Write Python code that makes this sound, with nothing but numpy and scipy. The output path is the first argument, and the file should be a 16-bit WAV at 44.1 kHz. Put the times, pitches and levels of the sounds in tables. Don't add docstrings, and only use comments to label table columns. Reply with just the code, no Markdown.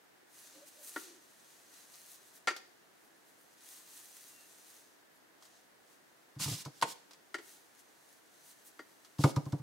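import sys
import numpy as np
from scipy import signal
from scipy.fft import rfft, irfft, next_fast_len
from scipy.io import wavfile
from scipy.ndimage import uniform_filter1d

SR = 44100
rng = np.random.default_rng(int(sys.argv[2]) if len(sys.argv) > 2 else 0)


def wrap_up_sound(samples):
    columns = np.atleast_2d(samples).T
    tamed = np.clip(columns, -1, 1)
    steps = np.round(tamed * 32767).astype(np.int16)
    wavfile.write(sys.argv[1], SR, steps)


N = 424241

# t/s, flesh thud/dB, nail or needle knock/dB, shudder of the whole top/dB
TABLE_BLOWS = [(6.362, -44.5, -66, -62), (6.396, -46, -51, -62), (6.457, -37, -47.5, -60),
               (6.478, -39, -49, -46), (6.51, -37, -71, -56), (6.528, -39, -71, -60),
               (6.658, -43, -47.5, -48), (6.8236, -48, -23, -35), (9.189, -27, -49, -40.5),
               (9.239, -18, -27, -23.5), (9.365, -25.5, -35.5, -36.5), (9.462, -37.5, -52.5, -46.5),
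               (9.527, -28.5, -47, -42), (9.596, -43, -62, -65)]
# f/Hz, left-right likeness
RUB_IMAGE = [(200, 1), (1500, 0.48), (6000, 0.67), (14000, 0.79)]
HIT_IMAGE = [(200, 0.52), (2000, 0.53), (12000, 0.8)]


def wool():
    # t/s, level/dB
    grip = [(.2, -103), (.35, -71.5), (1.65, -65), (2.3, -64.5), (2.45, -75), (2.9, -78.5), (3.55, -69),
            (5.05, -88), (6.3, -77.5), (6.9, -75), (7.25, -76.5), (7.6, -68.5), (8.2, -73), (8.4, -65.5),
            (8.8, -70.5), (9.6, -69)]
    # t/s, level/dB
    draw = [(3.57, -75), (3.64, -57), (3.73, -52.5), (3.85, -61), (3.92, -55), (4.28, -57), (4.36, -60),
            (4.56, -62.5), (4.77, -58.5), (4.85, -66), (5.02, -77)]
    # t/s, level/dB, half-length/s, treble lift/dB
    strokes = [(.41, -58, 0.065, 2.5), (.53, -60, 0.11, -5), (.68, -55, 0.014, 4), (.76, -61, .05, 0),
               (.85, -53, 0.034, 7.5), (.888, -47.5, 0.018, 7.5), (.97, -51.5, 0.064, 2),
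               (1.06, -57.5, 0.079, -9), (1.53, -65, 0.044, -4), (1.78, -58.5, .055, -3),
               (1.99, -59, 0.071, 2.5), (2.12, -54, 0.032, 5.5), (2.27, -65, 0.018, 11),
               (2.36, -58, 0.02, 4), (3.04, -71, 0.035, 7), (3.29, -65.5, 0.025, 7), (3.42, -67, 0.029, 17),
               (5.16, -71.5, .025, 8), (5.45, -64.5, 0.031, -4), (5.56, -67.5, 0.059, -10),
               (5.92, -68, 0.046, -2), (7.5, -58, 0.058, 0.5), (7.8, -61, 0.014, 1), (8.1, -68, 0.085, 1),
               (8.49, -58.5, 0.033, 5), (8.67, -55.5, 0.017, 8.5)]
    # f/Hz, level/dB
    spectrum = [(20, -70), (70, -35), (150, -36), (320, -21.5), (700, -9.5), (1200, -0.5), (1800, -2),
                (2600, 0), (4500, 2.5), (6400, 1), (8000, 1.5), (10500, -1.5), (15500, -6.5)]
    # f/Hz, width/Hz, lift/dB
    peaks = [(1870, 90, 6), (4050, 110, 5), (6040, 280, 6.5), (6550, 200, 8), (7270, 150, 3),
             (8300, 450, 2.5), (8880, 150, 3), (10340, 200, 3.5), (10820, 200, 3)]
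    hinge_hz, treble_db = 9000, 4.5
    draw_db = curve(draw)
    draw_lift_db = 3.5 + 0.41 * (draw_db - draw_db.max())
    moves = [(amp(curve(grip)), -2), (amp(draw_db), draw_lift_db)]
    moves += [(swell(s, db, half), lift_db) for s, db, half, lift_db in strokes]
    dull_power, bright_power = np.zeros((2, N))
    for level, lift_db in moves:
        tilt = amp(lift_db) ** 2
        power = 2 * level ** 2 / (1 + tilt)
        dull_power += power
        bright_power += power * tilt

    def resonances(hz):
        return amp(sum(db / (1 + (2 * (hz - centre) / width) ** 2) for centre, width, db in peaks))
    hiss = reflections(coloured(fibres(per_s=260, spread_db=7, snap_db=-9.5), spectrum, RUB_IMAGE))
    hiss = unit(filtered(hiss, resonances))
    treble = filtered(hiss, lambda hz: 1 / (1 + (hinge_hz / (hz + 1)) ** 6))
    rub = np.sqrt(dull_power) * (hiss - treble) + amp(treble_db) * np.sqrt(bright_power) * treble
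    flutter = amp(-1.5 + 1.1 * wobble(45))
    return rub * flutter * amp([[.3], [-.3]])


def fibres(per_s, spread_db, snap_db):
    snapping = rng.random(N) < per_s / SR
    snaps = snapping * amp(spread_db * np.minimum(rng.exponential(size=N), 3))
    return white() + amp(snap_db) * unit(snaps * np.sign(white()))


def ticks():
    # t/s, level/dB
    lone_ticks = [(1.938, -55), (2.5642, -43.5), (5.424, -57), (5.452, -58), (6.651, -47), (7.109, -53.5),
                  (7.133, -57), (9.048, -55.5)]
    # f/Hz, level/dB
    spectrum = [(20, -70), (120, -41), (400, -6.5), (1100, 2.5), (2400, -4), (4800, 4.5), (8000, -4.5),
                (15500, -16.5)]
    level, t = np.zeros(N), clock(SR // 3)
    for s, db in lone_ticks:
        add(level, s, amp(db) * fade(t, hold=0.00077, t60=0.086))
    for s, thud_db, knock_db, _ in TABLE_BLOWS:
        lead_s = .00028 * (-13 - thud_db)
        nail_db = thud_db - 8 + 0.69 * (knock_db - thud_db)
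        add(level, s - lead_s, amp(nail_db) * fade(t, hold=0.001, t60=0.059))
    return level * coloured(white(), spectrum, RUB_IMAGE)


def blows():
    # f/Hz, level/dB, t60/s
    top = np.array([(120, -9, .11), (139, 0, .11), (172, -9, .08), (294, -20.5, .16), (497, -15, .11),
                    (580, -17, .1), (721, -19, .08), (793, -11, .07), (905, -1, .045), (968, 1, .055),
                    (1060, -1, .045), (1130, -4, .045), (1205, -4, .055), (1310, -8, .045),
                    (1470, -10, .045), (1640, -14, .04), (2200, -19, .06)])
    # f/Hz, level/dB
    shudder_spectrum = [(20, -33), (60, -21), (160, -13), (280, 6.5), (420, 3), (580, 0.5), (900, -3.5),
                        (1400, -17.5), (1800, -36), (2200, -27), (3000, -25), (8000, -56)]
    contact_spectrum = [(20, -70), (100, -28), (600, 1), (1200, 5.5), (2400, 2.5), (5000, -5.5), (8000, -7),
                        (11000, -12.5), (15500, -32)]
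    (modes, shudder, contact), t = np.zeros((3, N)), clock(SR // 3)
    low = top[:, 0] < 350
    for s, thud_db, knock_db, shudder_db in TABLE_BLOWS:
        thud = leveled(ring(top[low], t, cycles=1.5, scatter_db=1.5, scatter_phase=.4).sum(0))
        thud *= fade(t, hold=.02, t60=.18)
        knock = leveled(ring(top[~low], t, cycles=0.86, scatter_db=4.5, scatter_phase=2.78).sum(0))
        add(modes, s, amp(thud_db) * thud + amp(knock_db) * knock)
        add(shudder, s, amp(shudder_db) * fade(t, hold=0.0024, t60=0.16) * (1 - np.exp(-t / 0.004)))
        contact_db = -29.5 + 2.3 * (knock_db + 25)
        add(contact, s, amp(contact_db) * fade(t, hold=0.00071, t60=0.067))
    shudder_noise = coloured(white(), shudder_spectrum, image=[(300, .999), (2000, 0.56)])
    contact_noise = coloured(white(), contact_spectrum, HIT_IMAGE)
    return modes + shudder * shudder_noise + contact * contact_noise


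def clacks():
    # t/s, ring/dB, crack/dB, length/s, brightness/(dB per octave)
    slips = [(0.961, -35.5, -45.5, 0.0035, -5.5), (2.473, -28.5, -31.5, 0.013, 2),
             (2.503, -45, -48, 0.013, -5), (2.5625, -83, -53, .003, 14),
             (7.343, -35.5, -38.5, 0.0029, -3.5), (7.384, -51, -52, 0.0043, -12),
             (8.792, -44.5, -54.5, 0.0027, -5)]
    # f/Hz, level/dB, t60/s
    joint = [(335, -10.5, .075), (395, -11, .07), (620, -15, .05), (790, -16, .06), (950, -14, .05),
             (1130, -13, .05), (1391, 0, .065), (1450, -6, .05), (1740, -8, .05), (1857, -4, .08),
             (1895, -4, .09), (2080, -8, .07), (3030, -16, .06), (3330, -15, .07), (4650, -14, .12),
             (4720, -14, .13), (5930, -21, .09)]
    # f/Hz, level/dB
    spectrum = [(20, -72), (100, -45), (300, 8.5), (1000, 3.5), (1900, 11), (2600, 4), (4700, -0.5),
                (7000, -2.5), (9000, -9.5), (15500, -26)]
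    body, crack, t = np.zeros(N), np.zeros(N), clock(SR // 3)
    hz, _, t60 = np.transpose(joint)[:, :, None]
    for s, ring_db, crack_db, length, bright_db in slips:
        sustain = amp(60 * np.minimum(t, length) / t60)
        tilt = amp(bright_db * np.log2(hz))
        modes = ring(joint, t, cycles=2.1, scatter_db=2, scatter_phase=3.67, blur_hz=35.3)
        add(body, s, amp(ring_db) * leveled((modes * sustain * tilt).sum(0)))
        add(crack, s, amp(crack_db) * fade(t, length, t60=0.08))
    return (body + crack * coloured(white(), spectrum, HIT_IMAGE)) * amp([[.9], [-.9]])


def slides():
    # t/s, length/s, level/dB, fade from slowing/(dB per s)
    sweeps = [(6.39, 0.055, -33, 0), (6.44, 0.061, -41.5, 22), (6.493, 0.13, -36.5, 103),
              (6.724, 0.08, -62.5, 0), (6.853, 0.072, -47.5, 0), (9.18, 0.052, -46, 0),
              (9.226, .085, -45, 55)]
    # f/Hz, level/dB
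    spectrum = [(20, -60), (60, -16), (200, -4.5), (450, -22), (1000, -11.5), (1800, -10.5), (3000, -4.5),
                (5300, -1.5), (7000, -3.5), (10000, -6.5), (15500, -16)]
    attack_s, flutter_db = 0.031, 1.4
    level, t = np.zeros(N), clock(SR // 2)
    for s, length, db, slowing in sweeps:
        touch = np.minimum(t / attack_s, 1) * fade(t, length, t60=0.055)
        add(level, s, amp(db - slowing * t) * touch)
    hiss = reflections(coloured(fibres(per_s=3000, spread_db=13, snap_db=-21), spectrum, RUB_IMAGE))
    return level * amp(flutter_db * wobble(82)) * hiss * amp([[-.9], [.9]])


def blips_and_squeaks():
    # t/s, level/dB, f/Hz, half-length/s, pitch scatter as a share
    cues = [(.57, -62, 560, .025, .1), (.582, -60, 310, .02, .12), (.632, -55, 585, .011, .07),
            (.805, -61, 595, .03, .1), (1.08, -59, 355, .075, .11), (2.0, -74, 4250, .12, .03),
            (4.38, -70, 2740, .065, .02)]
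    drift = np.cumsum(wobble(260)) / SR
    tones = sum(swell(s, db, half) * np.sin(2 * np.pi * hz * (clock(N) + scatter * drift))
                for s, db, hz, half, scatter in cues)
    return amp(0.8 * wobble(70)) * tones


def reflections(x):
    # delay/s, gain
    bounces = [(.0011, 0.054), (.0023, -0.13), (.0037, -0.088), (.0059, .17), (.0083, -0.12)]
    combed = x.copy()
    for delay, gain in bounces:
        combed += gain * np.pad(x, ((0, 0), (round(delay * SR), 0)))[:, :N]
    return unit(combed)


def room(x):
    # f/Hz, t60/s
    decay = [(150, 1), (1000, 0.31), (5000, 0.54), (14000, 0.35)]
    hz, t, bands = signal.stft(rng.standard_normal((2, SR // 3)), SR, nperseg=256)
    tail = signal.istft(bands * amp(-60 * t / along(decay, hz)[:, None]), SR, nperseg=256)[1]
    tail = np.pad(tail / np.linalg.norm(tail[0]), ((0, 0), (SR // 200, 0)))
    send = filtered(x.mean(0), lambda hz: hz ** 3 / (hz ** 3 + 230 ** 3))
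    return signal.fftconvolve(send[None], tail, axes=1)[:, :N]


def room_tone():
    # f/Hz, level/dB
    spectrum = [(18, -90), (30, -30.5), (161, -7.5), (251, -4), (294, 0.5), (509, -3.5), (612, -3.5),
                (680, -2), (735, -3.5), (955, -5), (1120, -6.5), (1240, -6.5), (1750, -4), (2390, -11.5),
                (15800, -21)]
    # f/Hz, left-right likeness
    image = [(60, 0.44), (240, 0.01), (950, 0.011), (3770, 0.017), (15000, 0.38)]
    return amp(-64) * coloured(white(), spectrum, image)


def ring(modes, t, cycles, scatter_db, scatter_phase, blur_hz=0):
    hz, db, t60 = np.transpose(modes)[:, :, None]
    phase = 2 * np.pi * hz * t + scatter_phase * rng.standard_normal(hz.shape)
    if blur_hz:
        wander = unit(uniform_filter1d(rng.standard_normal(phase.shape), size=SR // 150))
        phase += 2 * np.pi * blur_hz * np.cumsum(wander, axis=1) / SR
    attack = 1 - np.exp(-(hz * t / cycles) ** 2)
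    decay = amp(db + scatter_db * rng.standard_normal(hz.shape) - 60 * t / t60)
    return attack * decay * np.sin(phase)


def coloured(pair, spectrum, image):
    def response(hz):
        likeness = np.clip(along(image, hz), -1, 1)
        return amp(along(spectrum, hz)) * np.sqrt([1 + likeness, 1 - likeness])
    mid, side = filtered(pair, response)
    return unit(np.array([mid + side, mid - side]))


def filtered(x, response):
    size = next_fast_len(N + SR // 20, real=True)
    gain = np.asarray(response(np.fft.rfftfreq(size, 1 / SR)), np.float32)
    return irfft(rfft(x.astype(np.float32), size) * gain, size)[..., :N]


def white():
    return rng.standard_normal((2, N), dtype=np.float32)


def wobble(rate):
    knots = rng.standard_normal(int(N * rate / SR) + 2)
    return np.interp(clock(N) * rate, np.arange(len(knots)), knots)


def swell(s, db, half):
    level, t = np.zeros(N), clock(round(8 * half * SR))
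    add(level, max(s - 4 * half, 0), amp(db) * np.exp(-(t / half - 4) ** 2 / 2))
    return level


def fade(t, hold, t60):
    return amp(-60 * np.maximum(t - hold, 0) / t60)


def curve(points):
    return np.interp(clock(N), *np.transpose(points), left=-120, right=-120)


def along(points, hz):
    f, v = np.transpose(points)
    return np.interp(np.log(hz + 1), np.log(f + 1), v)


def leveled(x):
    return x / np.sqrt(uniform_filter1d(x ** 2, size=SR // 100).max())


def unit(x):
    return x / np.sqrt(np.mean(x ** 2) + 1e-20)


def amp(db):
    return np.exp(np.asarray(db) * (np.log(10) / 20))


def clock(size):
    return np.arange(size) / SR


def add(track, s, x):
    part = track[round(s * SR):][:len(x)]
    part += x[:len(part)]


def scene():
    hits = clacks() + blows() + ticks()
    textures = wool() + slides() + blips_and_squeaks()
    air = room_tone()
    reverb = room(amp(-11.5) * hits + amp(-12) * textures)
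    return hits + textures + reverb + air


def record(dry):
    return filtered(dry, lambda hz: hz < 15800)


dry = scene()
out = record(dry)
wrap_up_sound(out)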